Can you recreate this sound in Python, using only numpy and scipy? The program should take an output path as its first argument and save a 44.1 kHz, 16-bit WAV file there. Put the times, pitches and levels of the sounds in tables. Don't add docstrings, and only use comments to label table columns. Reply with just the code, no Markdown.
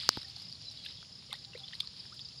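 import sys
import numpy as np
from scipy import signal
from scipy.fft import rfft, irfft
from scipy.io import wavfile
from scipy.ndimage import uniform_filter1d

SR = 44100
rng = np.random.default_rng(int(sys.argv[2]) if len(sys.argv) > 2 else 0)


def output_pcm(signal):
    pcm = np.clip(np.atleast_2d(signal).T, -1, 1) * 32767
    wavfile.write(sys.argv[1], SR, np.round(pcm).astype(np.int16))


N = 105840

# t/s, level/dB
NET_FLOW = [(0, -40.5), (.08, -45), (.15, -44.5), (.25, -52.5), (.42, -52), (.58, -55.5), (.75, -53.5),
            (.9, -49.5), (1.03, -59.5), (1.17, -58.5), (1.32, -54), (1.42, -55), (1.5, -61.5), (1.6, -54.5),
            (1.75, -54), (1.9, -55.5), (2.0, -51.5), (2.201, -57.5), (2.4, -58)]


def drops():
    # t/s, ring peak/dB, ring f/Hz, relative spray level/dB, relative low splash level/dB
    impacts = [(0.0324, -48, 4440, -73, -41), (0.1398, -37, 3800, -114, -53),
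               (0.2147, -37, 4160, -60, -46.5), (0.2317, -46, 4660, -61, -48), (0.284, -40, 4150, -61, -63),
               (0.2993, -36, 4570, -63, -71), (0.363, -33, 4440, -62, -51), (0.3824, -45, 4350, -61, -71),
               (0.3987, -36.5, 4390, -63, -50), (0.4189, -49, 5260, -56.5, -48),
               (0.4992, -39, 4740, -64, -68), (0.5255, -30, 4730, -64, -67), (0.5537, -39, 4280, -76, -69),
               (0.615, -36.5, 4660, -75, -55), (0.7124, -40, 4320, -60, -73), (0.7744, -38, 4000, -85, -51),
               (0.851, -42, 4040, -51.5, -66), (0.8607, -37.5, 2740, -73, -70),
               (0.8629, -28, 3590, -65, -71), (0.886, -44, 3970, -80, -61), (0.9094, -43, 3760, -76, -69),
               (0.9513, -49, 3450, -78, -68), (0.972, -42.5, 3700, -80, -63),
               (1.0081, -44.5, 3390, -78, -63), (1.028, -42, 4570, -76, -51), (1.0524, -50, 3160, -73, -74),
               (1.2244, -55, 5010, -84, -50), (1.2655, -45.5, 5050, -80, -74),
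               (1.3044, -45, 3380, -71, -53), (1.311, -41, 3100, -76, -56), (1.3281, -24.5, 3680, -41, -35),
               (1.339, -34, 4300, -77, -40), (1.3527, -40, 3560, -61, -51), (1.4481, -35.5, 4090, -76, -77),
               (1.5324, -46, 2870, -77, -50), (1.5474, -51, 3800, -75, -43.5),
               (1.5759, -35.5, 3960, -59, -51), (1.6022, -40, 3820, -76, -69),
               (1.6844, -35.5, 4120, -73, -69), (1.7094, -56, 4220, -81, -51),
               (1.7329, -35, 3080, -78, -51), (1.7428, -42, 4680, -62, -55), (1.752, -32.5, 4120, -57, -56),
               (1.78, -62, 4700, -66, -72), (1.8024, -24, 4400, -40.5, -39),
               (1.8053, -18.5, 3524, -60, -53.5), (1.8463, -41, 3970, -64, -57),
               (1.8731, -30.5, 4460, -81, -47.5), (1.966, -39, 4500, -76, -59),
               (2.0527, -55, 5300, -66.5, -48), (2.142, -45, 4880, -56, -69), (2.1932, -36, 3420, -63, -53),
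               (2.2104, -39, 4870, -85, -66), (2.2862, -40.5, 4440, -73, -73)]
    decay_s, rise_s = .011, .0004
    low, body, treble, air = (signal.butter(3, hz, "bandpass", fs=SR, output="sos")
                              for hz in ((800, 2500), (2600, 5300), (7800, 11500), (12300, 15000)))
    t = np.arange(int(.04 * SR)) / SR
    puff = lambda peak_s: np.e * t / peak_s * np.exp(-t / peak_s)
    scatter = rng.standard_normal((len(impacts), 3, 3))
    out = np.zeros(N)
    for (s, db, hz, spray_db, low_db), droplets in zip(impacts, scatter):
        add(out, s, ring(hz, db, decay_s, rise_s))
        noise = rng.standard_normal(len(t))
        splash = noise * puff(.00086)
        add(out, s, undb(db - 8.5) * signal.sosfilt(body, splash))
        add(out, s, undb(low_db + 4) * signal.sosfilt(low, splash))
        linger_db = -7 + min(-59 - spray_db, 0)
        spray = noise * (puff(.00097) + undb(linger_db) * puff(.0064))
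        sizzle = signal.sosfilt(treble, spray) + undb(-29) * signal.sosfilt(air, spray)
        add(out, s, undb(spray_db + 2.5) * sizzle)
        for lag, pitch, size in droplets:
            droplet_hz = min(hz * 2 ** (.14 * pitch), 5300)
            droplet_db = min(db - 4.5, -43) + 2 * size
            add(out, s + .007 * lag, ring(droplet_hz, droplet_db, decay_s, rise_s, glide=45))
    return out


def bubbles():
    # t/s, start f/Hz, level/dB, decay/s, glide/(octaves per s)
    plops = [(.05, 883, -45, 0.014, 6), (.243, 1900, -50, 0.029, -6), (.367, 795, -50.5, 0.015, -19),
             (0.859, 1610, -44.5, 0.024, 11), (0.887, 2100, -46.5, 0.0086, 5),
             (1.027, 1430, -47, 0.009, 17), (1.295, 490, -52.5, 0.027, 8), (1.311, 2180, -44, 0.037, -8),
             (1.32, 1143, -46.5, 0.027, 1), (1.33, 680, -45, 0.031, 40), (1.339, 1760, -46, 0.06, 15),
             (1.532, 2960, -44, 0.027, -15), (1.548, 487, -40, 0.046, 1), (1.552, 1850, -45.5, 0.031, 35.5),
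             (1.73, 1570, -41.5, 0.03, 48), (1.831, 1120, -49, 0.017, 15), (2.118, 1105, -51, 0.073, 26)]
    out = np.zeros(N)
    for s, hz, db, decay_s, glide in plops:
        add(out, s, ring(hz, db, decay_s, rise_s=.0056, glide=glide))
    return out * flutter(rate_hz=250, depth=.25)


def trickle(per_s, centre_hz, gain_db, rise_s):
    out, flow = np.zeros(N), np.array(NET_FLOW).T
    count = int(N / SR * per_s)
    times = rng.random(count) * N / SR
    scatter = rng.standard_normal((count, 2))
    for s, (pitch, length), size in zip(times, scatter, rng.exponential(size=count)):
        hz = centre_hz * 2 ** (.24 * np.clip(pitch, -2, 1.5))
        db = np.interp(s, *flow) + gain_db + 2.5 * size
        cycles = 20 * 2 ** (length / 2)
        add(out, s, ring(hz, db, cycles / hz, rise_s, glide=30))
    return out


def rush():
    # f/Hz, relative density/dB
    wash_colour = [(590, -28), (1000, -17.5), (1250, -14.5), (1440, -19), (1780, -13), (3640, -2.5),
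                   (4940, 4), (5860, -23), (9980, -25.5), (15000, -45)]
    wash = irfft(noise_spectrum(wash_colour)[1], N)
    full_db = max(db for _, db in NET_FLOW)
    ebb_db = 1.153 * (fader(NET_FLOW) - full_db)
    return wash / wash.std() * undb(full_db - 1.5 + ebb_db + 1.3 * walk(31))


def cord_snap():
    # f/Hz, peak/dB, decay/s
    cord_modes = [(374, -27, 0.0068), (1230, -12, 0.0045), (3040, -31, 0.0038), (4800, -5.5, 0.0058),
                  (6560, -13, 0.0018), (9500, -28.5, 0.0016), (14200, -25.5, 0.0034)]
    out = np.zeros(N)
    for k, (hz, db, decay_s) in enumerate(cord_modes):
        rise_s = max(.00022, .43 / hz)
        add(out, .09065, (-1) ** k * ring(hz, db, decay_s, rise_s))
    return out


def phone_bump():
    # f/Hz, peak/dB, decay/s
    tick_modes = [(500, -64, 0.0024), (1310, -31.5, 0.0082), (2500, -54, 0.0027), (4040, -29, 0.0031),
                  (13100, -47.5, 0.0021)]
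    thud_modes = [(119, -38, 0.034), (267, -28.5, 0.014), (837, -33.5, 0.016)]
    hit_s, lag_s = .1718, .0012
    out = np.zeros(N)
    for k, mode in enumerate(tick_modes):
        add(out, hit_s, (-1) ** k * ring(*mode, rise_s=.00022))
    for mode in thud_modes:
        add(out, hit_s + lag_s, ring(*mode, rise_s=.00053))
    return out


def crickets():
    # t/s, level/dB
    chirps = [(.18, -41), (.416, -42), (.649, -43), (.885, -45), (1.119, -45), (1.353, -47), (1.587, -49),
              (1.822, -47), (2.058, -46), (2.291, -49)]
    strokes = [(.021, -43), (1.947, -65.5), (1.991, -41), (2.161, -46.5), (2.203, -40), (2.245, -40),
               (2.372, -43)]
    spacing_s = .032
    out = np.zeros(N)
    for s, db in chirps:
        for k in range(3):
            add(out, s + k * spacing_s, whistle(.015, 5450, 4650, db + rng.standard_normal()))
    for s, db in strokes:
        add(out, s, whistle(.02245, 5480, 4344, db))
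    return out


def birds():
    # t/s, length/s, start f/Hz, end f/Hz, level/dB
    calls = [(.668, 0.0264, 4130, 3930, -36), (.62, 0.106, 4110, 4020, -47.5),
             (0.741, .03, 3700, 3720, -44), (0.766, 0.058, 3430, 3290, -47), (0.823, 0.03, 4150, 3900, -49),
             (.87, 0.038, 3810, 3840, -44), (0.926, 0.15, 3355, 3320, -54), (1.631, .025, 3290, 3690, -41),
             (1.641, 0.034, 3100, 3020, -49), (1.675, 0.012, 3130, 3060, -43)]
    out = np.zeros(N)
    for s, *call in calls:
        add(out, s, whistle(*call))
    return out * flutter(rate_hz=220, depth=.4)


def dove():
    # t/s, length/s, start f/Hz, end f/Hz
    coos = [(0.245, 0.078, 775, 784), (1.41, .13, 770, 808), (1.579, 0.096, 775, 785)]
    out = np.zeros(N)
    for s, *coo in coos:
        add(out, s, whistle(*coo, db=-64))
    return out * flutter(rate_hz=40, depth=.4)


def field():
    # f/Hz, relative density/dB
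    bed_colour = [(18, -30), (30, -16.5), (86, 2), (127, 1.5), (174, -2.5), (311, -15), (1720, -23.5),
                  (2610, -27.5), (3310, -14.5), (5040, -4.5), (5450, -9.5), (5900, -20.5), (7090, -21),
                  (7870, -38.5), (9970, -27), (11700, -59.5), (14800, -43), (16000, -36)]
    # f/Hz, width/Hz, boost/dB
    chorus = [(7170, 230, 4.5), (10220, 210, 4)]
    # t/s, relative level/dB
    rumble = [(0, 1), (.5, 2.5), (.9, -0.5), (1.6, 0.5), (2.4, 0.5)]
    f, spectrum = noise_spectrum(bed_colour)
    spectrum *= undb(sum(db * np.exp(-((f - hz) / width) ** 2) for hz, width, db in chorus))
    thirds = 3 * np.log2(f / 20)
    out = np.zeros(N)
    for k in range(31):
        band = irfft(spectrum * np.clip(1 - abs(thirds - k), 0, 1), N)
        out += band * undb(1.5 * walk(11.8) + (k < 12) * fader(rumble))
    return out * undb(-54) / out.std()


def ring(hz, db, decay_s, rise_s, glide=0.):
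    t = np.arange(int((decay_s + 4 * rise_s) * SR) + 8) / SR
    attack = 1 - np.exp(-(t / rise_s) ** 2)
    shape = attack * np.exp(-np.log(1000) * t / decay_s - (2 * t / decay_s) ** 2)
    f = np.minimum(hz * 2 ** (glide * t), .45 * SR)
    return undb(db) * shape / shape.max() * np.sin(2 * np.pi * np.cumsum(f) / SR)


def whistle(length_s, start_hz, end_hz, db):
    u = np.linspace(0, 1, int(length_s * SR))
    f = start_hz + (end_hz - start_hz) * u
    return undb(db) * np.sin(np.pi * u) * np.sin(2 * np.pi * np.cumsum(f) / SR)


def noise_spectrum(colour):
    f = np.maximum(np.fft.rfftfreq(N, 1 / SR), 1)
    hz, db = np.array(colour).T
    return f, rfft(rng.standard_normal(N)) * undb(np.interp(np.log(f), np.log(hz), db))


def walk(rate_hz):
    k = int(SR / rate_hz)
    steps = np.repeat(rng.standard_normal(N // k + 1), k)
    drift = uniform_filter1d(uniform_filter1d(steps, k), k)[:N]
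    return drift / drift.std()


def flutter(rate_hz, depth):
    return 1 - depth + depth * walk(rate_hz)


def fader(points):
    return np.interp(np.arange(N) / SR, *np.array(points).T)


def undb(db):
    return 10 ** (np.asarray(db) / 20)


def add(out, s, wave):
    i = max(int(s * SR), 0)
    out[i:i + len(wave)] += wave[:max(N - i, 0)]


def scene():
    echo_t60_s = .2
    t = np.arange(int(.3 * SR)) / SR
    tail = rng.standard_normal(len(t)) * np.exp(-np.log(1000) * t / echo_t60_s)
    animals = crickets() + birds() + dove()
    water = drops() + bubbles()
    water += trickle(per_s=990, centre_hz=3880, gain_db=-5, rise_s=.00054)
    water += trickle(per_s=500, centre_hz=7800, gain_db=-22.5, rise_s=.0016)
    send = undb(-8) * animals + undb(-17.5) * water
    echo = signal.fftconvolve(send, tail / np.linalg.norm(tail))[:N]
    return (water + rush() + cord_snap() + phone_bump() + animals + echo + field())[None]


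def record(dry):
    thin = signal.sosfilt(signal.butter(2, 53, "highpass", fs=SR, output="sos"), dry)
    return signal.sosfilt(signal.ellip(8, .2, 70, 15500, fs=SR, output="sos"), thin)


dry = scene()
out = record(dry)
output_pcm(out)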